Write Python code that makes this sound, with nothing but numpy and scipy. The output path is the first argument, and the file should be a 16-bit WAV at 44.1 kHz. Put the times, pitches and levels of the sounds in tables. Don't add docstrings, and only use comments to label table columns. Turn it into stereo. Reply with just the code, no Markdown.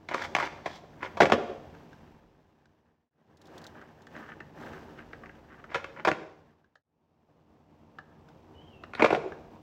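import sys
import numpy as np
from scipy import signal
from scipy.fft import rfft, irfft, next_fast_len
from scipy.io import wavfile
from scipy.ndimage import map_coordinates

SR = 44100
rng = np.random.default_rng(int(sys.argv[2]) if len(sys.argv) > 2 else 0)


def int16_out(signal):
    q = np.round(np.clip(np.atleast_2d(signal).T, -1, 1) * 32767)
    wavfile.write(sys.argv[1], SR, q.astype(np.int16))


N = 424225

CUTS_S = [3.1, 6.83]
FADE_IN_S, FADE_OUT_S = 1.386, .9
# thump over knock in dB, crack over clack in dB,
# rattle over rumble in dB, hiss over rumble in dB.
SCENE_BALANCE = [(-12.5, -12.5, -13, -13.5), (-19, -16.5, -12, -14.5), (-20, -21, -21.5, -16)]

# time in seconds, level in dB.
ROLL_LEVEL = [(0, -58.5), (0.25, -50), (0.88, -55), (1.15, -49.5), (2.0, -54), (2.3, -61.5), (2.95, -59.5),
              (3.2, -48), (3.95, -54.5), (5.5, -55.5), (6.1, -53), (6.65, -57), (7.1, -57.5), (8.15, -56.5),
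              (9.0, -53.5), (9.62, -52)]
# start in seconds, rise in seconds, gain in dB, decay in seconds.
COARSE_ASPHALT = [(3.36, 0.202, 13, 0.31), (4.06, .14, 11.5, 0.08), (4.531, .08, 12.5, .38)]
RATTLE_GROWS = 1.08
BASS_HZ, BASS_SWELL = 220, 0.4
# start in seconds, length in seconds, level in dB.
CHATTER = [(3.56, 0.31, -54), (4.167, 0.17, -48.5), (4.612, 0.16, -54), (4.999, .03, -51),
           (5.515, 0.088, -55)]
CHATTER_ATTACK_S, CHATTER_RELEASE_S = 0.025, 0.01
# time in seconds, level in dB.
DRONE_LEVEL = [(0, -72), (1.0, -67), (2.0, -66.5), (3.1, -81.5), (5.1, -66), (6.83, -78.5), (7.8, -79.5),
               (9.1, -70)]

# start in seconds, deck knock in dB, knock centre in Hz,
# truck clack in dB, clack centre in Hz, 60 dB decay of the clack's force in seconds.
BLOWS = [(0.0865, -44.5, 590, -37.5, 1650, .03), (0.1115, -36.5, 620, -42.5, 1470, .04),
         (0.1426, -31, 480, -28, 1340, .013), (0.3493, -28, 790, -22.5, 1820, 0.016),
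         (0.364, -31, 780, -30, 1470, 0.028), (0.3841, -34.5, 760, -32.5, 1002, 0.036),
         (0.398, -46, 850, -28.5, 955, 0.049), (0.6584, -30.5, 670, -33.5, 1230, 0.043),
         (1.17, -36, 640, -36.5, 1223, .05), (1.2025, -15.5, 700, -21, 1246, .04),
         (1.206, -22.5, 650, -20, 1245, 0.038), (1.2172, -17.5, 470, -21.5, 1680, 0.044),
         (1.229, -19, 540, -25, 1440, .04), (1.2435, -24.5, 422, -37, 1570, .02),
         (1.254, -24.5, 634, -28.5, 2062, 0.042), (1.298, -30, 650, -32.5, 1258, .025),
         (1.3196, -17, 603, -20, 1628, .03), (1.332, -20.5, 400, -28.5, 1730, .03),
         (5.744, -34, 563, -28.5, 1446, 0.042), (5.753, -35, 490, -31, 1720, 0.037),
         (5.842, -45, 456, -38.5, 1680, .02), (6.0487, -28.5, 614, -23, 1150, 0.039),
         (6.0723, -21.5, 434, -24.5, 1180, .03), (6.078, -27.5, 480, -23, 1160, 0.034),
         (6.084, -21.5, 503, -25, 1220, 0.028), (6.1141, -30, 311, -27, 1720, 0.012),
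         (8.934, -49, 596, -40.5, 1340, 0.027), (8.95, -46.5, 460, -39.5, 1910, 0.015),
         (8.9945, -30, 440, -28, 1400, 0.047), (9.006, -30, 440, -31.5, 1700, 0.014),
         (9.0208, -17, 580, -20.5, 1420, 0.033), (9.0415, -16.5, 560, -22.5, 1290, .03),
         (9.046, -27, 550, -25, 2672, .03), (9.058, -27, 510, -25, 1190, 0.032),
         (9.1042, -24.5, 600, -29, 1060, 0.033), (9.1256, -19, 470, -30, 1040, .035),
         (9.147, -25.5, 484, -31.5, 2140, .025)]
KNOCK_HZ, THUMP_DB_PER_OCTAVE = 602, 14
FLEX_T60_S = .027
# start in seconds, length in seconds,
# judder at mid-skid in dB, rasp at mid-skid in dB.
SKIDS = [(0.122, 0.13, -36, -49.5), (0.406, 0.057, -31, -48), (0.667, 0.1, -49.5, -54.5),
         (1.037, 0.02, -34, -52.5), (5.724, 0.071, -41, -60), (5.984, 0.024, -47, -71),
         (8.992, .165, -39.5, -55.5)]
SKID_ATTACK_S, SKID_RELEASE_S = 0.02, .012
JUDDER_DB_PER_S, RASP_DB_PER_S = -25, 59.5
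# start in seconds, clack in dB,
# clack centre in Hz, crack in dB.
TICKS = [(0.2192, -36, 2070, -44), (1.748, -57.5, 1560, -68), (1.929, -56.5, 1397, -66),
         (2.655, -60.5, 1940, -66), (3.813, -47, 1596, -64), (4.068, -49.5, 1700, -66),
         (4.163, -44, 1600, -59), (4.288, -47, 1760, -66), (4.403, -42.5, 1740, -63),
         (4.732, -46, 1410, -60), (4.991, -49, 1530, -78), (5.1313, -43.5, 1570, -69),
         (5.235, -46.5, 1690, -74), (5.258, -50, 1500, -76), (5.293, -49, 1680, -79),
         (5.64, -47, 1510, -66), (5.962, -49.5, 1206, -78), (6.642, -54, 1670, -68),
         (6.754, -37.5, 1595, -47.5), (7.985, -41.5, 1560, -62), (8.285, -62, 1300, -66.5),
         (8.836, -44.5, 2900, -64), (9.32, -44.5, 1130, -65)]
# start in seconds, level in dB.
LEAVES = [(3.3707, -52), (3.4154, -49), (3.4554, -52.5), (3.4694, -51.5), (3.5793, -43), (3.6157, -51.5),
          (3.6411, -44.5), (3.6661, -41.5), (4.0193, -60.5), (4.0677, -57.5)]
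# time in seconds, pitch in Hz.
BIRD_PITCH = [(8.555, 2940), (8.595, 3010), (8.625, 3200), (8.665, 3210), (8.7, 2990), (8.735, 2760),
              (8.84, 2540)]
BIRD_DB, BIRD_HOLD_S, BIRD_ATTACK_S, BIRD_RELEASE_S = -64.5, .22, .01, .04

# centre in Hz, width in Hz, relative level in dB.
FLEX_MODES = [(100, 90, -11.5), (160, 150, -4), (233, 90, -2)]
# centre in Hz, width in Hz, relative level in dB.
DECK_MODES = [(314, 170, -1.5), (435, 160, -1.4), (553, 73, -0.63), (745, 110, -1.2)]
# centre in Hz, width in Hz, relative level in dB.
TRUCK_MODES = [(990, 200, -3), (1150, 110, 1), (1413, 110, -1), (1720, 200, -1.5), (2180, 460, -3.5),
               (2700, 300, -4.5), (3170, 490, -9.5)]
# centre in Hz, width in Hz, relative level in dB.
RATTLE_MODES = [(1213, 200, -4.5), (1576, 130, 0), (1760, 150, 1), (1910, 420, -6.5), (2920, 500, -17.5)]
# centre in Hz, width in Hz, relative level in dB.
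JUDDER_MODES = [(330, 110, -10.5), (560, 70, -4.5), (950, 160, -1.5), (1420, 120, -2), (1680, 230, -5.5),
                (2170, 320, -5.5), (3030, 250, -17)]

# frequency in Hz, relative density in dB per Hz.
CRACK_SPECTRUM = [(2000, -39.5), (3300, 5), (4200, -0.5), (5500, -2), (7200, -9), (9300, -26),
                  (15500, -26.5)]
# frequency in Hz, relative density in dB per Hz.
WHEEL_SPECTRUM = [(25, -32.5), (55, -12), (90, 0.5), (160, -1), (300, -3), (600, -8), (900, -7.5),
                  (1300, -17), (2500, -39.5), (6000, -70)]
# frequency in Hz, relative density in dB per Hz.
GRIT_SPECTRUM = [(900, -21), (2000, 5.5), (2800, 4.5), (4200, -2.5), (6000, -1.5), (7600, -8), (9500, -19),
                 (13000, -14), (15500, -14.5)]
# frequency in Hz, relative density in dB per Hz.
LEAF_SPECTRUM = [(2000, -28), (3500, 5), (5000, 1.5), (7000, 3), (9000, -9), (12000, -13), (15500, -12)]
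# frequency in Hz, relative density in dB per Hz.
AIR_SPECTRUM = [(15, -16), (30, -11), (48, 1.5), (70, -9.5), (150, -39.5), (400, -84.5)]
# frequency in Hz, gain in dB.
FENCE_COLOUR = [(80, -14), (200, -9.5), (400, 8.5), (700, 3), (1100, -8.5), (2500, -7.5), (6000, -8),
                (15000, -16)]
# frequency in Hz, 60 dB decay in seconds.
YARD_T60 = [(150, 0.78), (600, 0.89), (2000, .6), (6000, 0.84), (14000, 0.35)]
# frequency in Hz, correlation from -1 to 1.
LIKENESS = [(30, 0.63), (120, .94), (300, .9), (640, 0.63), (1400, 0.031), (3100, 0.34), (6800, 0.92),
            (15000, -0.091)]
# frequency in Hz, lead of the right in radians.
PORT_PHASE = [(100, 0.024), (1100, .3), (3500, 1.2), (5200, 1.8), (6500, 2.2), (15000, 2.2)]
# frequency in Hz, left minus right in dB.
PORT_TILT = [(100, 0.7), (700, -0.5), (1300, -0.5), (2400, -1), (4400, 4), (8000, -4), (15000, -1)]
TOP_HZ = 15900


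def amp(db):
    return 10 ** (np.asarray(db) / 20)


def unit(x):
    return x / np.sqrt(np.mean(x ** 2) + 1e-20)


def along(points, hz):
    f, v = np.transpose(points)
    return np.interp(np.log(hz + 1), np.log(f), v)


def curves(rows):
    s, *cols = np.transpose(rows)
    return [np.interp(np.arange(N) / SR, s, c) for c in cols]


def wobble(rate):
    knots = rng.standard_normal(int(N * rate / SR) + 4)
    return map_coordinates(knots, [np.arange(N) * rate / SR])


def filtered(x, response):
    n = x.shape[-1]
    m = next_fast_len(n + SR // 10)
    hz = np.fft.rfftfreq(m, 1 / SR)
    return irfft(rfft(x, m) * response(hz), m)[..., :n]


def colour(points):
    return lambda hz: amp(along(points, hz))


def body(modes, vary_db=0, centre_hz=1000, focus_db=0):
    hz, width, db = np.transpose(modes)
    varied_db = db + vary_db * rng.standard_normal(len(hz))
    octaves_off = np.abs(np.log2(hz / centre_hz))
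    signs = (-1) ** np.arange(len(hz))
    gains = signs * amp(varied_db - focus_db * octaves_off)

    def response(f):
        ring = sum(g * 1j * f * w / (c * c - f * f + 1j * f * w) for g, c, w in zip(gains, hz, width))
        low, high = 1j * f / (.75 * hz.min()), 1j * f / (1.4 * hz.max())
        highpassed = ring * low ** 2 / (1 + low + low ** 2)
        return highpassed / (1 + high + high ** 2)
    return response


def add(track, s, sound):
    part = track[..., round(s * SR):][..., :sound.shape[-1]]
    part += sound[..., :part.shape[-1]]


def stroke(start, length, attack, release):
    t = np.arange(N) / SR - start
    return np.exp(-(np.minimum(t, 0) / attack) ** 2 - np.maximum(t - length, 0) / release)


def contact(response, t60, rise=.0005, snap=4):
    t = np.arange(SR // 6) / SR
    force = rng.standard_normal(len(t)) * amp(-60 * t / t60) * (1 - np.exp(-t / rise))
    force[SR // 1000] += snap
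    ring = filtered(force, response)
    return ring / np.sqrt(np.sum(ring[t < .02] ** 2) / (.012 * SR))


def spray(t60):
    return np.array([contact(colour(CRACK_SPECTRUM), t60, rise=.0015, snap=1) for _ in range(2)])


def grains(response, rate, spread_db):
    hits = rng.random((2, N)) < rate / SR
    kicks = hits * rng.standard_normal((2, N)) * amp(spread_db * rng.standard_normal((2, N)))

    def mid_side(hz):
        turn = np.arccos(np.clip(along(LIKENESS, hz), -1, 1)) / 2
        return response(hz) * np.array([np.cos(turn), np.sin(turn)])
    mid, side = filtered(kicks, mid_side)
    return unit(np.array([mid + side, mid - side]))


def balance(s):
    return np.array(SCENE_BALANCE)[np.searchsorted(CUTS_S, s)].T


def rolling():
    t = np.arange(N) / SR
    rattle_db, hiss_db = balance(t)[2:4]
    roll_db, = curves(ROLL_LEVEL)
    swell_db = np.zeros(N)
    for s, rise, db, decay in COARSE_ASPHALT:
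        growth = np.clip((t - s) / rise, 0, 1)
        swell_db += db * growth * np.exp(-np.maximum(t - s - rise, 0) / decay)
    chatter = sum(amp(db) * stroke(s, length, CHATTER_ATTACK_S, CHATTER_RELEASE_S)
                  for s, length, db in CHATTER)
    shake = np.hypot(amp(roll_db + rattle_db + RATTLE_GROWS * swell_db), chatter)
    bumps = wobble(30)

    drumming = grains(colour(WHEEL_SPECTRUM), rate=7000, spread_db=0.5)
    bass = filtered(drumming, lambda hz: 1 / (1 + (hz / BASS_HZ) ** 4))
    swelled = amp(BASS_SWELL * swell_db) * bass + amp(swell_db) * (drumming - bass)
    rumble = amp(roll_db + bumps) * swelled

    clumps = amp(1.8 * bumps + 2.2 * wobble(110))
    rattle = shake * clumps * grains(body(RATTLE_MODES), rate=1500, spread_db=2.5)

    hiss_gain = amp(roll_db + swell_db + hiss_db + 0.73 * bumps)
    hiss = hiss_gain * grains(colour(GRIT_SPECTRUM), rate=11000, spread_db=2.0)
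    return rumble + rattle + hiss


def near_wall(x, delay=.013, wall_db=-6, dull_hz=700):
    def response(hz):
        reflection = amp(wall_db) * np.exp(-2j * np.pi * hz * delay)
        return 1 + reflection / (1 + (hz / dull_hz) ** 2)
    return filtered(x, response)


def drone():
    return amp(curves(DRONE_LEVEL)[0]) * grains(colour(AIR_SPECTRUM), rate=15000, spread_db=1.0)


def blows():
    track = np.zeros((2, N))
    for s, knock, knock_hz, clack, clack_hz, t60 in BLOWS:
        thump_db, crack_db = balance(s)[:2]
        thump = knock + thump_db - THUMP_DB_PER_OCTAVE * np.log2(knock_hz / KNOCK_HZ)
        flex = body(FLEX_MODES, vary_db=4.0)
        deck = body(DECK_MODES, 2, knock_hz, focus_db=11)
        trucks = body(TRUCK_MODES, 2, clack_hz, focus_db=7)
        sound = amp(thump) * contact(flex, FLEX_T60_S, snap=5.5)
        sound += amp(knock) * contact(deck, .8 * t60, snap=6)
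        sound += amp(clack) * contact(trucks, t60, snap=4)
        add(track, s, sound + amp(clack + crack_db) * spray(1.4 * t60))
    return track


def yard(x, early_db=-7.5, tail_db=-14, fence_db=-17, early_t60=.1, fence_s=.15, fence_spread=0.044,
         lumps_db=6.0, slap_s=.11, slap=1.4):
    t = np.arange(SR * 3 // 4) / SR

    def noise():
        return rng.standard_normal((2, len(t)))

    def unit_energy(h):
        return unit(h) / np.sqrt(len(t))

    def hump(s, spread):
        return np.exp(-((t - s) / spread) ** 2 / 2)

    hz, frames, z = signal.stft(noise(), SR, nperseg=256)
    decay = amp(-60 * frames / along(YARD_T60, hz)[:, None])
    tail = signal.istft(z * decay, SR, nperseg=256)[1][:, :len(t)]
    tail = tail * (1 - np.exp(-t / 0.023))
    early = noise() * amp(-60 * t / early_t60) * (1 - np.exp(-t / 0.0071))
    swell = hump(fence_s, fence_spread) + slap * hump(slap_s, 0.017)
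    swell = swell * amp(lumps_db * wobble(90)[:len(t)])
    fence = filtered(unit_energy(noise() * swell), colour(FENCE_COLOUR))
    answer = amp(early_db) * unit_energy(early) + amp(tail_db) * unit_energy(tail) + amp(fence_db) * fence

    def mid_side(f):
        apart = np.pi / 4 * f / np.hypot(f, 300)
        return np.array([np.cos(apart), np.sin(apart)])
    mid, side = filtered(answer, mid_side)
    return signal.fftconvolve(x[None], np.array([mid + side, mid - side]), axes=1)[:, :N]


def skids():
    judder, rasp = np.zeros((2, N))
    for s, length, judder_db, rasp_db in SKIDS:
        slide = stroke(s, length, SKID_ATTACK_S, SKID_RELEASE_S)
        from_middle = np.clip(np.arange(N) / SR - s, 0, length) - length / 2
        judder += slide * amp(judder_db + JUDDER_DB_PER_S * from_middle)
        rasp += slide * amp(rasp_db + RASP_DB_PER_S * from_middle)
    slips = unit(amp(2.2 * wobble(140)))
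    juddering = judder * grains(body(JUDDER_MODES), rate=900, spread_db=2)
    rasping = rasp * grains(colour(CRACK_SPECTRUM), rate=6800, spread_db=0.0)
    return slips * (juddering + rasping)


def ticks(knock_db=-8):
    track = np.zeros((2, N))
    for s, clack, clack_hz, crack in TICKS:
        trucks = body(RATTLE_MODES, 2, clack_hz, focus_db=5)
        add(track, s, amp(clack) * contact(trucks, t60=.02))
        add(track, s, amp(clack + knock_db) * contact(body(DECK_MODES, vary_db=3), t60=0.024))
        add(track, s, amp(crack) * spray(t60=.03))
    return track


def fades(shape=0.93):
    t = np.arange(N) / SR
    gain = np.ones(N)
    for cut in CUTS_S:
        ramp = np.maximum((cut - t) / FADE_OUT_S, (t - cut) / FADE_IN_S)
        gain *= np.minimum(ramp, 1) ** shape
    return gain


def leaves(left_db=2.0):
    track = np.zeros(N)
    for s, db in LEAVES:
        add(track, s, amp(db) * contact(colour(LEAF_SPECTRUM), t60=.035, rise=0.0011))
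    return track * amp([[left_db], [-left_db]])


def bird():
    pitch_hz, = curves(BIRD_PITCH)
    hoarse_hz = pitch_hz * (1 + .008 * wobble(280))
    phase = 2 * np.pi * np.cumsum(hoarse_hz) / SR
    envelope = stroke(BIRD_PITCH[0][0], BIRD_HOLD_S, BIRD_ATTACK_S, BIRD_RELEASE_S)
    return amp(BIRD_DB + 1.4 * wobble(70)) * np.sin(phase) * envelope


def scene():
    board = blows() + ticks() + skids()
    whistle = bird()
    source = board.mean(axis=0) + 4 * whistle
    which = np.searchsorted(CUTS_S, np.arange(N) / SR)
    echo = np.zeros((2, N))
    for k in range(len(SCENE_BALANCE)):
        within = which == k
        echo += yard(source * within) * within
    walled = near_wall(board + echo + rolling())
    return fades() * (walled + whistle + leaves() + drone())


def record(dry):
    half = np.array([[.5], [-.5]])

    def response(hz):
        tilt = amp(half * along(PORT_TILT, hz))
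        return tilt * np.exp(-1j * half * along(PORT_PHASE, hz))
    ports = filtered(dry, response)
    return filtered(ports, lambda hz: hz < TOP_HZ)


dry = scene()
out = record(dry)
int16_out(out)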